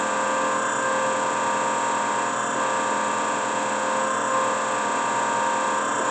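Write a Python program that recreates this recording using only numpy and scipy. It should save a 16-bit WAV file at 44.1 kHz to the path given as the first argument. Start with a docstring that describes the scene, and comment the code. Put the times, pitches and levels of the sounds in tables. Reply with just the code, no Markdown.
"""First comes the whine of an oil pump over a workshop rumble: a hydraulic surface grinder is running.
The pump sings on the orders of its shaft and sizzles with a gush of bubbles once a turn; oil hisses
through the table valve and the wheel hums, spinning free. At each reversal of the table the pressure
drops: the motor speeds up a little, the hiss sinks and the whine changes colour.
At two of the reversals the heavy table gives a dull knock."""
import sys
import numpy as np
from scipy import signal
from scipy.fft import rfft, irfft
from scipy.io import wavfile

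SR = 44100
rng = np.random.default_rng(int(sys.argv[2]) if len(sys.argv) > 2 else 0)


def wrap_up_sound(samples):
    """Save the sound to the file named by the first command line argument, as 16-bit audio."""
    columns = np.atleast_2d(samples).T
    # keep every value between -1 and 1, then stretch to whole-number steps
    tamed = np.clip(columns, -1, 1)
    steps = np.round(tamed * 32767).astype(np.int16)
    wavfile.write(sys.argv[1], SR, steps)


N = 269010
T = np.arange(N) / SR
HZ = np.fft.rfftfreq(N, 1 / SR)
SHAFT_HZ, SPEED_UP_HZ, TEETH = 29.256, .15, 18  # pump speed, its rise when relieved, gear teeth


def amp(db):
    """Decibels to gain."""
    return 10 ** (np.asarray(db) / 20)


def curve_db(points, hz):
    """An EQ curve in dB, drawn through points on a log-frequency axis."""
    f, db = np.transpose(points)
    return np.interp(np.log(hz + 1), np.log(f), db)


def colour(white, points):
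    """Shapes white noise of unit power to a curve in dB per Hz."""
    return irfft(rfft(white) * amp(curve_db(points, HZ)), N) * np.sqrt(SR / 2)


def wander(rate_hz):
    """A smooth random drift of unit size."""
    times = np.linspace(0, T[-1], 1024)
    f = np.fft.rfftfreq(len(times), times[1])
    slow = irfft(rfft(rng.standard_normal(len(times))) * (f > 0) / (1 + (f / rate_hz) ** 2))
    return np.interp(T, times, slow / slow.std())


def tone(cycles, db, waver_db, waver_hz):
    """A sine with a wavering level."""
    return np.sqrt(2) * amp(db + waver_db * wander(waver_hz)) * np.sin(2 * np.pi * cycles)


def tremolo(db):
    """A level swing as a gain that keeps the mean power."""
    return amp(db) / np.sqrt(np.mean(amp(db) ** 2))


def each_turn(turns, gains):
    """A random wavetable that loops every turn, with one rms gain for each order from zero up."""
    size = 16384
    shape = irfft(gains * np.exp(2j * np.pi * rng.random(len(gains))), size) * size / np.sqrt(2)
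    return np.interp(turns % 1, np.arange(size) / size, shape)


def piped(order, turns, relief):
    """Cycles of the nearest whole shaft order: the pipes disperse it, a pressure change bends it."""
    order = round(order)
    dispersion = .149 * order ** 2
    bend = .25 * rng.standard_normal() * relief + .018 * wander(3)
    return order * turns + dispersion + bend


# Lead tones, the gear mesh and its neighbours: shaft order, pressed level/dB, relieved level/dB,
# share of the load, braking swell/dB, dip lead/s, dip/dB, surge/dB, surge fade/s
MESH_TONES = [(18, -34.5, -35.5, 0.51, 1.5, 0.13, -3.5, 4.5, .34),
              (32, -31.5, -35, 0, 0.3, 0.2, -17, 0, .12),
              (36, -39.5, -32.5, 0.022, 5.5, 0.076, -12.5, 10, 0.22),
              (40, -35, -37.5, 1.1, 2, 0.036, -13, 4, 0.2),
              (54, -38.5, -38, 1, -0.5, 0.061, -4, 5.5, 0.066)]
def gear_mesh(turns, relief):
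    """The loudest pump tones ride the load, shift on braking, dip with the pressure, then surge."""
    load_db, braking = stroke_load(), before_reversals(lead_s=.33, width_s=.12)
    out = np.zeros(N)
    for order, pressed, relieved, share, brake_db, dip_lead, dip_db, surge_db, fade in MESH_TONES:
        db = pressed + (relieved - pressed) * relief + share * load_db + brake_db * braking
        db += dip_db * before_reversals(dip_lead, width_s=.04) + surge_db * surge(fade)
        out += tone(piped(order, turns, relief), db, waver_db=2.14, waver_hz=1)
    return out


# Supporting pump tones: shaft order, pressed level/dB, relieved level/dB
WHINE_TONES = [(4, -60.5, -60), (14, -49.5, -58), (15, -47.5, -46.5), (16, -56, -45), (17, -46.5, -60),
               (20, -42, -41), (21, -45.5, -52.5), (22, -47.5, -45.5), (24, -40.5, -41), (28, -47, -62),
               (30, -40.5, -59.5), (31, -46, -60), (33, -42.5, -35.5), (34, -38.5, -47), (35, -37, -34.5),
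               (38, -41.5, -55.5), (39, -60, -42), (41, -44.5, -38), (42, -40.5, -47.5), (43, -52.5, -50),
               (48, -62, -57.5), (49, -47.5, -48.5), (50, -42.5, -51.5), (53, -45, -53.5), (55, -52.5, -55),
               (57, -46, -48.5), (58, -42, -42.5), (59, -59, -48), (60, -50.5, -79), (66, -52, -55.5),
               (69.7, -62.5, -67), (71.2, -50.5, -50.5), (106.24, -54, -52), (112.1, -52, -67.5),
               (115, -58.5, -61), (119, -55.5, -50), (185, -61, -56), (197.9, -58.5, -67),
               (202.6, -65, -63), (243.4, -54, -53), (248, -46, -44.5), (260, -43.5, -43.5),
               (270.3, -49, -47)]
def pump_whine(turns, relief):
    """Shaft orders sing; the highest come from the casing and flutter with the bubbles and teeth."""
    flutter = tremolo(2.5 * gush_cycle(turns, relief) + 3.5 * np.cos(2 * np.pi * TEETH * turns))
    out = np.zeros(N)
    for order, pressed, relieved in WHINE_TONES:
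        db = pressed + (relieved - pressed) * relief
        partial = tone(piped(order, turns, relief), db, waver_db=1, waver_hz=2)
        out += partial * (flutter if order > 200 else 1)
    # halfway through a pressure change the two pulse patterns partly cancel
    return out * amp(-2 * np.sin(np.pi * relief) ** 2)


# Buzz between the strong tones: f/Hz, pressed level/dB per order, relieved level/dB per order
BUZZ_CURVES = [(30, -94.5, -83), (150, -71, -65), (367, -56, -73), (580, -70.5, -47.5), (680, -66, -69),
               (950, -42, -64.5), (1370, -54, -43.5), (1670, -57, -40.5), (2030, -60.5, -78.5),
               (2470, -64, -85.5), (2700, -56, -54.5), (2940, -72.5, -72), (3130, -62.5, -58),
               (3850, -65.5, -72), (4400, -68.5, -78.5), (5300, -77, -77), (5550, -70, -67),
               (6250, -68, -69), (6960, -74.5, -79.5)]
def tooth_buzz(turns, relief):
    """Uneven teeth fill in the weak orders; the pressure crossfades two colours of buzz."""
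    orders = np.arange(300)
    strong = [round(row[0]) for row in WHINE_TONES + MESH_TONES]
    weak = ~np.isin(orders, strong) & (orders > 0)
    hz, *curves = np.transpose(BUZZ_CURVES)
    levels_db = np.array([curve_db(np.c_[hz, db], orders * SHAFT_HZ) for db in curves])
    uneven_db = 3.6 * np.clip(rng.standard_normal(levels_db.shape), -2, 1.6)
    pressed, relieved = (each_turn(turns, weak * amp(db)) for db in levels_db + uneven_db)
    return np.sqrt(1 - relief) * pressed + np.sqrt(relief) * relieved


def bubbles(turns, relief):
    """White fizz that is much alike each turn under pressure, looser when relieved."""
    count = int(SR / 2 / SHAFT_HZ)
    looped = each_turn(turns, np.ones(count) / np.sqrt(count))
    alike = .8 - .45 * relief
    return np.sqrt(alike) * looped + np.sqrt(1 - alike) * rng.standard_normal(N)


def gush_cycle(turns, relief):
    """Near 1 for the half turn that the bubbles gush, near -1 between; later when relieved."""
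    return np.tanh(2 * np.cos(2 * np.pi * (turns - .22 - .16 * relief)))


# Steady sizzle of the bubbles: f/Hz, level/dB per Hz
SIZZLE_CURVE = [(3500, -100), (4500, -96), (5150, -97), (5600, -90), (6150, -90), (6800, -81),
                (7150, -75.5), (7450, -77.5), (7850, -89), (8400, -93), (8900, -106)]
# Their once-a-turn gush: f/Hz, level/dB per Hz
GUSH_CURVE = [(6000, -102), (7000, -88.5), (7400, -80), (7620, -73.5), (8000, -75.5), (8390, -78),
              (8520, -93), (8900, -101)]
def cavitation(turns, relief):
    """Bubbles collapse at every tooth, and in one brighter gush a turn."""
    teeth_db = 1.8 * np.cos(2 * np.pi * TEETH * turns)
    sizzle = colour(bubbles(turns, relief) * tremolo(teeth_db), SIZZLE_CURVE)
    gush_db = (4.6 + .7 * wander(3)) * gush_cycle(turns, relief)
    chop_db = 3.4 * np.cos(np.pi * TEETH * turns)  # every second tooth chops the gush harder
    gush = colour(bubbles(turns, relief) * tremolo(gush_db + chop_db + teeth_db), GUSH_CURVE)
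    return sizzle + gush


# Pump casing resonances: f/Hz, width/Hz, peak/dB ahead of the wet mix
CASING_PEAKS = [(6615, 280, 10), (6917, 20, 15), (7065, 16, 21), (7795, 47, 14.5)]
def pump_casing(fizz, relief):
    """The fizz plus the casing ringing along, mixed wetter when relieved."""
    boost_db = sum(db / (1 + (2 * (HZ - hz) / width) ** 2) for hz, width, db in CASING_PEAKS)
    ringing = irfft(rfft(fizz) * (amp(boost_db) - 1), N)
    return amp(.1 + .6 * relief) * fizz + amp(-2 + 3 * relief) * ringing


# Oil rushing through the valve at full pressure: f/Hz, level/dB per Hz
HISS_CURVE = [(1500, -87), (2100, -89.5), (2430, -71), (2520, -74), (2680, -70), (2950, -88), (3900, -80),
              (4500, -99.5), (5100, -87), (9000, -105)]
def valve_hiss(turns, relief):
    """Oil hiss ripples with each gear tooth and ducks as the flow is cut."""
    ripple = 1 + .2 * np.cos(2 * np.pi * TEETH * turns)
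    return colour(rng.standard_normal(N) * ripple, HISS_CURVE) * amp(-8.5 * relief)


# Hum of the grinding spindle: spindle order, level/dB
SPINDLE_TONES = [(3, -52.5), (5, -43), (6, -45), (7, -43.5), (8, -54), (10, -47.5), (11, -46.5)]
def spindle_hum(spindle_hz=42.36):
    """The free wheel spins on its own motor and hums with its imbalance."""
    turns = spindle_hz * T + .01 * wander(2.3)
    return sum(tone(order * turns + rng.random(), db, waver_db=1.5, waver_hz=2.7)
               for order, db in SPINDLE_TONES)


# Panel tones: f/Hz, level/dB
PANEL_TONES = [(279.5, -59.5), (288.6, -49), (381, -51.5), (456.5, -52)]
def panel_drone():
    """The panels drone along, drifting a little in phase and level."""
    return sum(tone(hz * T + .098 * wander(.89), db, waver_db=1.5, waver_hz=2.7)
               for hz, db in PANEL_TONES)


# Noise bed: f/Hz, level/dB per Hz
RUMBLE_CURVE = [(20, -91.5), (55, -100), (100, -83), (135, -73), (160, -74), (210, -67.5), (420, -67),
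                (620, -64.5), (780, -65.5), (960, -58), (1300, -70.5), (1680, -67.5), (2000, -76),
                (3300, -80), (4400, -92), (9000, -108)]
def workshop_rumble():
    """Machine rumble and workshop air lie steady under everything."""
    return colour(rng.standard_normal(N), RUMBLE_CURVE)


def ramp(at_s, ease_s):
    """A smooth step from 0 to 1 around a moment."""
    return .5 + .5 * np.tanh((T - at_s) / ease_s)


OPEN_S, OPENING_S, SHUTTING_S = .245, .06, .034  # how long the valve stands open, and its two eases
# Reversal cues, where the valve shuts and the table sets off again: t/s, load of that stroke/dB
REVERSAL_CUES = [(0.828, -1), (2.569, -0.8), (4.311, 1.5), (6.048, -4)]
def pressure_relief():
    """0 under full pressure (pressed), near 1 while the valve stands open at a reversal (relieved)."""
    opened = sum(ramp(at - OPEN_S, OPENING_S) * (1 - ramp(at, SHUTTING_S)) for at, _ in REVERSAL_CUES)
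    return np.clip(opened, 0, 1)


def before_reversals(lead_s, width_s):
    """A smooth bump of height 1 a set time before each reversal."""
    return sum(np.exp(-((T - at + lead_s) / width_s) ** 2) for at, _ in REVERSAL_CUES)


def surge(fade_s):
    """Extra pressure that gets the table moving, gone once it is up to speed."""
    return sum(ramp(at, SHUTTING_S) * np.exp(-((T - at) / fade_s) ** 2) for at, _ in REVERSAL_CUES)


def stroke_load():
    """The load in dB, held from one reversal to the next."""
    starts, loads = np.transpose(REVERSAL_CUES)
    return sum(step * ramp(at, SHUTTING_S) for at, step in zip(starts, np.diff(loads, prepend=0)))


# Dull knocks at two reversals: t/s, level/dB
KNOCK_CUES = [(2.551, -31.5), (5.995, -28)]
# Modes of the table casting: f/Hz, level/dB relative to the knock, t60/s
TABLE_MODES = [(320, -17, 0.097), (371, 10.5, 0.094), (400, 4, 0.14), (426, 4, 0.13), (651, 3.5, 0.25)]
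def table_knocks(attack_s=.011):
    """The heavy table rings briefly as it takes up slack."""
    out = np.zeros(N)
    for at, knock_db in KNOCK_CUES:
        age = np.maximum(T - at, 0)
        ring = sum(amp(db - 60 * age / t60) * np.sin(2 * np.pi * hz * age)
                   for hz, db, t60 in TABLE_MODES)
        out += amp(knock_db) * ring * (1 - np.exp(-age / attack_s))
    return out


def scene():
    """The mono mix; oil pressure sets the motor speed and the colour of pump and valve."""
    relief = pressure_relief()
    turns = np.cumsum(SHAFT_HZ + SPEED_UP_HZ * relief) / SR + .00032 * wander(2)
    bed = workshop_rumble()
    pump = gear_mesh(turns, relief) + pump_whine(turns, relief) + tooth_buzz(turns, relief)
    oil = pump_casing(cavitation(turns, relief), relief) + valve_hiss(turns, relief)
    return (pump + oil + spindle_hum() + panel_drone() + bed + table_knocks())[None]


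def record(dry, cutoff_hz=8950):
    """A steep low-pass takes the top off the mix."""
    lowpass = signal.firwin(1023, cutoff_hz, window=("kaiser", 9), fs=SR)
    return signal.oaconvolve(dry, lowpass[None], "same")


dry = scene()
out = record(dry)
wrap_up_sound(out)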